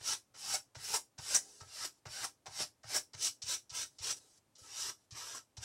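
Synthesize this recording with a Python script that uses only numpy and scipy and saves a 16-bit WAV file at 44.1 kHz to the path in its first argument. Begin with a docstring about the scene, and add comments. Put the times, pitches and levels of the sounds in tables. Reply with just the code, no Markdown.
"""Plastic rubs over paper on a desk in a small room: tap, thump and scrape, stroke after stroke.
It is the edge of a glue spreader, close to a microphone. Noise made of tiny slips gives the scrape, rasp and fizz.
Short bursts of such noise give the taps and the crackles on ridges; fading low tones give the thumps.
The hand turns the blade three times, which changes its colour. Light brushing, a short room tail,
faint rumble and hiss lie behind."""
import sys
import numpy as np
from scipy import signal
from scipy.fft import rfft, irfft, next_fast_len
from scipy.io import wavfile
from scipy.ndimage import uniform_filter1d, map_coordinates

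SR = 44100
rng = np.random.default_rng(int(sys.argv[2]) if len(sys.argv) > 2 else 0)


def generate_wav(signal):
    """Clip the signal to [-1, 1] and save it as 16-bit WAV at the path in sys.argv[1]."""
    frames = np.transpose(np.atleast_2d(signal))
    scaled = np.clip(frames, -1, 1) * 32767
    pcm = np.round(scaled).astype(np.int16)
    wavfile.write(sys.argv[1], SR, pcm)


N = 248724  # length in samples

# Levels in the tables are relative; the functions balance the layers against each other.
# The edge slides over the paper: start t/s, run-up/s, slide/s, level after the run-up/dB,
# level at the lift/dB, rasp offset/dB, fizz offset/dB
STROKES = [ (0.002, 0.068, 0.064, -37.5, -34, -13.5, -14), (0.35, 0.041, 0.16, -51.5, -33.5, -11, -13),
           (0.758, 0.083, 0.12, -46.5, -35.5, -10.5, -9.5), (1.189, 0.019, 0.15, -54, -31.5, -11, -12.5),
           (1.680, 0.065, 0.11, -49.5, -40, -9, -10.5), (2.075, 0.037, 0.14, -50.5, -39.5, -8, -10.5),
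           (2.485, 0.058, 0.081, -51, -34.5, -9, -11.5), (2.852, 0.046, 0.068, -46.5, -33, -7, -11),
           (3.160, 0.071, 0.043, -33.5, -31, -17.5, -14.5), (3.431, 0.059, 0.055, -37, -34.5, -14, -13.5),
           (3.71, 0.043, 0.079, -40, -38.5, -11, -13.5), (3.998, 0.038, 0.076, -41, -34.5, -11.5, -15),
           (4.640, .172, .087, -40, -41, -13, -14.5), (5.128, .047, .205, -46.5, -47.5, -9, -14.5),
           (5.605, 0.033, .03, -44, -46, -8.5, -16)]
# The spreader lands and the hand's weight follows: t/s, knock level/dB, tick level/dB,
# thump level/dB, thump lag/s, thump pitch f/Hz
LANDINGS = [ (0.002, -55, -55, -54.5, 0.0035, 103), (0.34, -56, -53.5, -70.5, 0.009, 115),
            (0.747, -50.5, -44, -49, 0.014, 107), (1.179, -48.5, -40.5, -46, 0.0066, 120),
            (1.601, -49, -45.5, -49, .01, 107), (2.053, -45.5, -44, -46, 0.0057, 120),
            (2.457, -43.5, -41, -55.5, 0.018, 125), (2.831, -54, -51, -52.5, 0.012, 114),
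            (3.132, -48.5, -40.5, -50, 0.011, 114), (3.418, -57.5, -33.5, -52.5, 0.015, 106),
            (3.694, -56.5, -40.5, -52.5, 0.0187, 107), (3.984, -62.5, -41.5, -50, .016, 92),
            (4.552, -75, -50.5, -59, 0.06, 99), (5.107, -66.5, -43, -49, 0.011, 106),
            (5.567, -52.5, -40.5, -44, 0.0097, 96)]
# Colour of a soft contact: f/Hz, level/dB
KNOCK = [(60, -33.5), (200, -16.5), (400, -4.5), (780, -0.5), (1800, -4.5), (2800, -12.5), (5000, -33)]
# Colour of the trembling desk top: f/Hz, level/dB
RUMBLE = [(25, -39.5), (45, -11), (72, -3), (110, 2.5), (145, -7.5), (210, -21), (500, -57.5)]


def rubbing():
    """The edge slips over fibres: pressure brings out a coarse rasp and the desk's rumble, speed a fine fizz."""
    # Scrape, rasp, fizz: level at first touch/dB, extra swell over the slide/dB, fall after the lift/(dB/s)
    friction = [(-62, -1, 515), (-68.5, 1, 516.5), (-79.5, -1.5, 391.5)]
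    # Times when the hand turns the blade: t/s
    turns = [1.56, 3.08, 4.48]
    # Friction of plastic on paper in four directions: f/Hz, level/dB per Hz
    slanting = [(80, -32.5), (150, -21), (260, -23), (400, -17), (620, -16.5), (1050, -12), (1800, -11),
                (2400, -8.5), (3600, -7.5), (4500, -6), (5500, -1.5), (6300, -4.5), (8500, -8.5),
                (10200, -12.5), (12000, -20.5), (15500, -29.5)]
    sideways = [(80, -39.5), (150, -21.5), (260, -20.5), (400, -17), (620, -13), (1050, -10), (1800, -8.5),
                (2400, -6.5), (3600, -3.5), (4500, -1), (5500, 2.5), (6300, -2.5), (8500, -5.5),
                (10200, -12), (12000, -18.5), (15500, -30.5)]
    upwards = [(80, -41.5), (170, -26), (300, -16.5), (500, -16), (700, -23), (1000, -12.5), (1200, -14.5),
               (1900, -13.5), (2700, -8.5), (4800, -6.5), (5800, 0.5), (6500, -5), (8200, -6.5),
               (10200, -15.5), (12000, -22), (15500, -28.5)]
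    downwards = [(80, -52.5), (250, -19.5), (360, -15.5), (700, -16), (1100, -7), (1550, -9.5),
                 (2100, -11.5), (3000, -6), (4500, -6), (5800, 1.5), (6500, -4.5), (8000, -5.5),
                 (10000, -13.5), (13800, -21), (15500, -33.5)]

    rasp_db, fizz_db = np.transpose(STROKES)[-2:]
    offsets = (np.zeros(len(STROKES)), rasp_db, fizz_db)
    scrape, rasp, fizz = [contact(*part, offset) for part, offset in zip(friction, offsets)]
    direction = np.searchsorted(turns, np.arange(N) / SR)

    def blade(force):
        """The force in the colour of the current direction, split into middle, low and high."""
        colours = [ring(force, way) for way in (slanting, sideways, upwards, downwards)]
        return split(np.choose(direction, colours))

    tooth = amp(0.34 * wobble(70) + 0.4 * wobble(300))  # the paper's uneven surface
    fine_slips = slips(rate=7000, spread_db=-0.5, smooth=1.0)
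    middle, _, high = blade(roam(tooth * fine_slips, depth_db=2.5))
    coarse_slips = slips(rate=1500, spread_db=1.0, smooth=0.39)
    low = blade(roam(tooth * coarse_slips, depth_db=4.0))[1]
    pressed = amp(0.36) * low + amp(-19) * rumbling()
    return amp(-1.23) * scrape * middle + amp(-2.1) * fizz * high + rasp * pressed


def contact(touch_db, swell_db, fall_db_per_s, offsets_db):
    """Gain of one part of the friction: a stroke runs up, changes as the hand leans in, and dies at the lift."""
    settle_s = 0.013  # the edge settles on the paper just before the run-up
    t, gain = np.arange(N) / SR, np.zeros(N)
    for (start, run_up, slide, early_db, late_db, _, _), offset_db in zip(STROKES, offsets_db):
        lift = start + run_up + slide
        early = early_db + offset_db - swell_db / 2
        late = late_db + offset_db + swell_db / 2
        level_db = np.interp(t, [start, start + run_up, lift], [touch_db, early, late])
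        settle = np.clip(1 + (t - start) / settle_s, 0, 1)
        gain += settle * amp(level_db - fall_db_per_s * np.clip(t - lift, 0, 1))
    return gain


def landings():
    """The blade slaps down: hard ticks and a duller knock; both rise faster when the tick is the stronger."""
    # Colour of a hard contact: f/Hz, level/dB
    tick_colour = [(800, -22.5), (2500, -6.5), (4000, 4.5), (5700, 9.5), (8000, -1), (10500, -13.5),
                   (15000, -43.5)]
    s, knock_db, tick_db = np.transpose(LANDINGS)[:3]
    softness = amp(0.14 * (knock_db - tick_db))  # stretches the rise times (s) below

    tick = bursts(s, tick_db, softness * 0.0023, hold=0.017, t60=0.068)
    tick = tick * slips(rate=2300, spread_db=3.5, smooth=0.28)

    knock = bursts(s, knock_db, softness * 0.0052, hold=0.007, t60=0.14)
    knock = knock * roam(slips(rate=1300, spread_db=7.5, smooth=0.16), depth_db=3.5)
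    return amp(-10) * ring(tick, tick_colour) + amp(-3) * ring(knock, KNOCK)


def desk(rise=0.011, shudder_db=-11):
    """The hand's weight bends the desk top for a few swings; a low irregular shudder follows."""
    t, push = np.arange(SR // 8) / SR, np.zeros(N + SR)
    swell = (t / rise * np.exp(1 - t / rise)) ** 4  # strongest after rise seconds
    s, _, _, thump_db, lag, pitch_hz = np.transpose(LANDINGS)
    for at, db, hz in zip(s + lag, thump_db, pitch_hz):
        swings = amp(db) * swell * np.sin(2 * np.pi * hz * t)
        push[max(round(at * SR), 0):][:len(t)] += swings
    shudder = bursts(s + lag, thump_db + shudder_db, attack=0.028, hold=0.04, t60=0.16)
    return push[:N] + rumbling() * shudder


def catches():
    """At a ridge the edge sticks and lets go in a dense run of sharp snaps."""
    # The edge catches on a ridge: t/s, crackle level/dB, knock level/dB
    ridges = [(0.538, -33, -47), (0.937, -34, -39.5), (0.959, -39, -49.5), (1.345, -27, -49),
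              (1.355, -36, -49.5), (1.844, -40, -49), (2.24, -40, -44), (2.601, -48, -45),
              (2.944, -34.5, -46.5), (2.961, -32.5, -51.5), (3.245, -35, -64.5), (4.105, -39.5, -52.5),
              (5.347, -47.5, -53)]
    # Colour of snagged fibres: f/Hz, level/dB
    crackle_colour = [(1000, -33), (2800, -23.5), (4200, -16.5), (5500, 3.5), (7600, 0), (10000, -6.5),
                      (11500, -15.5), (15000, -20.5)]
    attack_s, hold_s = 0.00079, 0.01
    s, crackle_db, knock_db = np.transpose(ridges)
    snaps = roam(slips(rate=3500, spread_db=0.5, smooth=0.65), depth_db=5.5)
    crackle = snaps * bursts(s, crackle_db, attack_s, hold_s, t60=0.092)
    knock = snaps * bursts(s, knock_db, attack_s, hold_s, t60=0.076)
    return ring(crackle, crackle_colour) + ring(knock, KNOCK)


def brushing():
    """With almost no weight on it, the paper gives only a thin, hollow hiss that slowly sags."""
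    # The paper is brushed lightly: t/s, length/s, level/dB
    brushes = [(1.416, .275, -56), (1.94, 0.054, -72.5), (3.893, 0.094, -71), (4.165, 0.021, -54.5),
               (4.203, 0.175, -64), (4.38, .009, -67), (4.586, 0.095, -57), (4.989, 0.064, -73.5)]
    # Colour of a light contact: f/Hz, level/dB per Hz
    hiss_colour = [(100, -20), (200, -12), (380, -3), (700, -9.5), (1100, -14.5), (1700, -12), (2400, -18),
                   (3500, -15), (5500, -6.5), (8000, -9), (11000, -9), (15000, -24.5)]
    sag_db_per_s, fade_s = 17, 0.0056
    t, gain = np.arange(N) / SR, np.zeros(N)
    for s, length, db in brushes:
        inside = np.clip(t - s, 0, length)
        outside = t - s - inside  # time before the start or after the end
        gain += amp(db - sag_db_per_s * inside) * np.exp(-(outside / fade_s) ** 2)
    middle, low, high = split(ring(roam(rng.standard_normal(N), depth_db=3.5), hiss_colour))
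    return amp(-3.5) * gain * (middle + amp(-11) * low + amp(-15.5) * high)


def room(x):
    """A small room's short tail of fading noise; each frequency dies at its own speed."""
    # Time to fall by 60 dB: f/Hz, t60/s
    decay = [(100, 0.39), (1000, 0.12), (3000, 0.13), (6000, 0.18), (10000, 0.17), (15000, 0.18)]
    hz, t, z = signal.stft(rng.standard_normal(SR // 2), SR, nperseg=256)
    fading = z * amp(-60 * t / along(decay, hz)[:, None])
    tail = signal.istft(fading, SR, nperseg=256)[1]
    delayed = np.pad(x, (round(0.004 * SR), 0))
    return signal.fftconvolve(delayed, tail / np.linalg.norm(tail))[:N]


def floor():
    """Faint room rumble and microphone hiss, made of steady coloured noise."""
    # Colour of the background: f/Hz, level/dB per Hz
    background = [(18, -26.5), (30, -17.5), (60, -8), (110, 0.5), (180, -9), (270, -5), (420, -10),
                  (650, -10), (1000, -13.5), (1600, -19), (3000, -22), (9000, -22), (14000, -30),
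                  (15500, -46.5)]
    return amp(-76.5) * unit(filtered(rng.standard_normal(N), lambda hz: amp(along(background, hz))))


def rumbling():
    """Low noise in the colour of the trembling desk top; rms 1."""
    return unit(filtered(rng.standard_normal(N), lambda hz: amp(along(RUMBLE, hz))))


def slips(rate, spread_db, smooth):
    """Tiny slips of uneven size at random moments, rate a second, on some smooth sliding noise; rms 1."""
    happens = rng.random(N) < rate / SR
    size = amp(spread_db * np.clip(rng.standard_normal(N), -2, 2))
    grains = happens * rng.choice([-1, 1], N) * size
    return unit(unit(grains) + smooth * rng.standard_normal(N))


def bursts(times, levels_db, attack, hold, t60):
    """An envelope that rises, holds and dies away at each time (all times in s)."""
    t, out = np.arange(SR // 3) / SR, np.zeros(N + SR)
    fall = amp(-60 * np.maximum(t - hold, 0) / t60)
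    for s, db, rise in np.broadcast(times, levels_db, attack):
        shape = fall * (1 - np.exp(-t / max(rise, 1e-4)))
        out[max(round(s * SR), 0):][:len(t)] += amp(db) * shape
    return out[:N]


def ring(x, spectrum):
    """A contact force, coloured by its spectrum and the body's resonances; white noise keeps its power."""
    # Resonances and hollows of blade and desk top: f/Hz, width/Hz, lift/dB
    body = [(626, 55, 2.5), (795, 24, 7), (997, 17, 4.5), (1130, 87, -3), (1306, 43, 6), (1617, 34, 6),
            (1750, 69, -3), (2995, 170, 4.5), (3236, 150, -2.5), (3950, 70, 3.5), (5050, 200, 2),
            (5640, 110, 5.5), (6700, 280, -2), (7810, 400, 1.5)]

    def gain(hz):
        """Size of the filter at each frequency."""
        lift = sum(db / (1 + (2 * (hz - centre) / width) ** 2) for centre, width, db in body)
        return unit(amp(along(spectrum, hz) + lift))

    return filtered(x, gain)


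def roam(x, depth_db):
    """As the contact travels over the sheet, narrow resonances come and go; rms 1."""
    z = signal.stft(x, nperseg=1024)[2]
    field = uniform_filter1d(rng.standard_normal(z.shape), size=3, axis=0)  # smooth over frequency
    field = uniform_filter1d(field, size=6, axis=1)  # smooth over time
    return unit(signal.istft(z * amp(depth_db * unit(field)), nperseg=1024)[1][:N])


def split(x):
    """Three softly overlapping bands of x, each of rms 1: middle, low, high."""
    m = next_fast_len(N + SR // 8)
    hz = np.fft.rfftfreq(m, 1 / SR)
    low = 1 / (1 + (hz / 2700) ** 5)
    high = 1 - 1 / (1 + (hz / 9300) ** 12)
    shares = (1 - low - high, low, high)
    return np.array([unit(irfft(rfft(x, m) * share, m)[:N]) for share in shares])


def wobble(rate):
    """A smooth random curve, rate knots a second."""
    knots = rng.standard_normal(int(N * rate / SR) + 4)
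    return map_coordinates(knots, [np.arange(N) * rate / SR])


def filtered(x, gain):
    """x through the causal filter whose size is gain(Hz)."""
    m = 2 * next_fast_len(N // 2 + SR // 8)
    size = np.maximum(gain(np.fft.rfftfreq(m, 1 / SR)), 1e-6)
    # folding the cepstrum forward makes the filter respond as early as it can
    cepstrum = irfft(np.log(size), m)
    cepstrum[1:m // 2] *= 2
    cepstrum[m // 2 + 1:] = 0
    return irfft(rfft(x, m) * np.exp(rfft(cepstrum)), m)[:N]


def band(x, lo_hz, hi_hz):
    """The part of x between two frequencies."""
    m = next_fast_len(N + SR // 8)
    hz = np.fft.rfftfreq(m, 1 / SR)
    return irfft(rfft(x, m) * ((hz >= lo_hz) & (hz < hi_hz)), m)[:N]


def along(points, hz):
    """Read a curve of (Hz, value) points at hz, with straight lines on a log frequency axis."""
    f, v = np.transpose(points)
    return np.interp(np.log(hz + 1), np.log(f + 1), v)


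def amp(db):
    """Decibels as a plain factor."""
    return 10 ** (np.asarray(db) / 20)


def unit(x):
    """x scaled to rms 1."""
    return x / np.sqrt(np.mean(x ** 2) + 1e-20)


def scene():
    """The contact sounds and their room tail, with the desk and the background added."""
    near = rubbing() + landings() + catches() + brushing()
    return (near + amp(-10) * room(near) + desk() + floor())[None]


def record(dry):
    """The recorder keeps nothing above its band limit."""
    return band(dry[0], 0, 15780)[None]


dry = scene()
out = record(dry)
generate_wav(out)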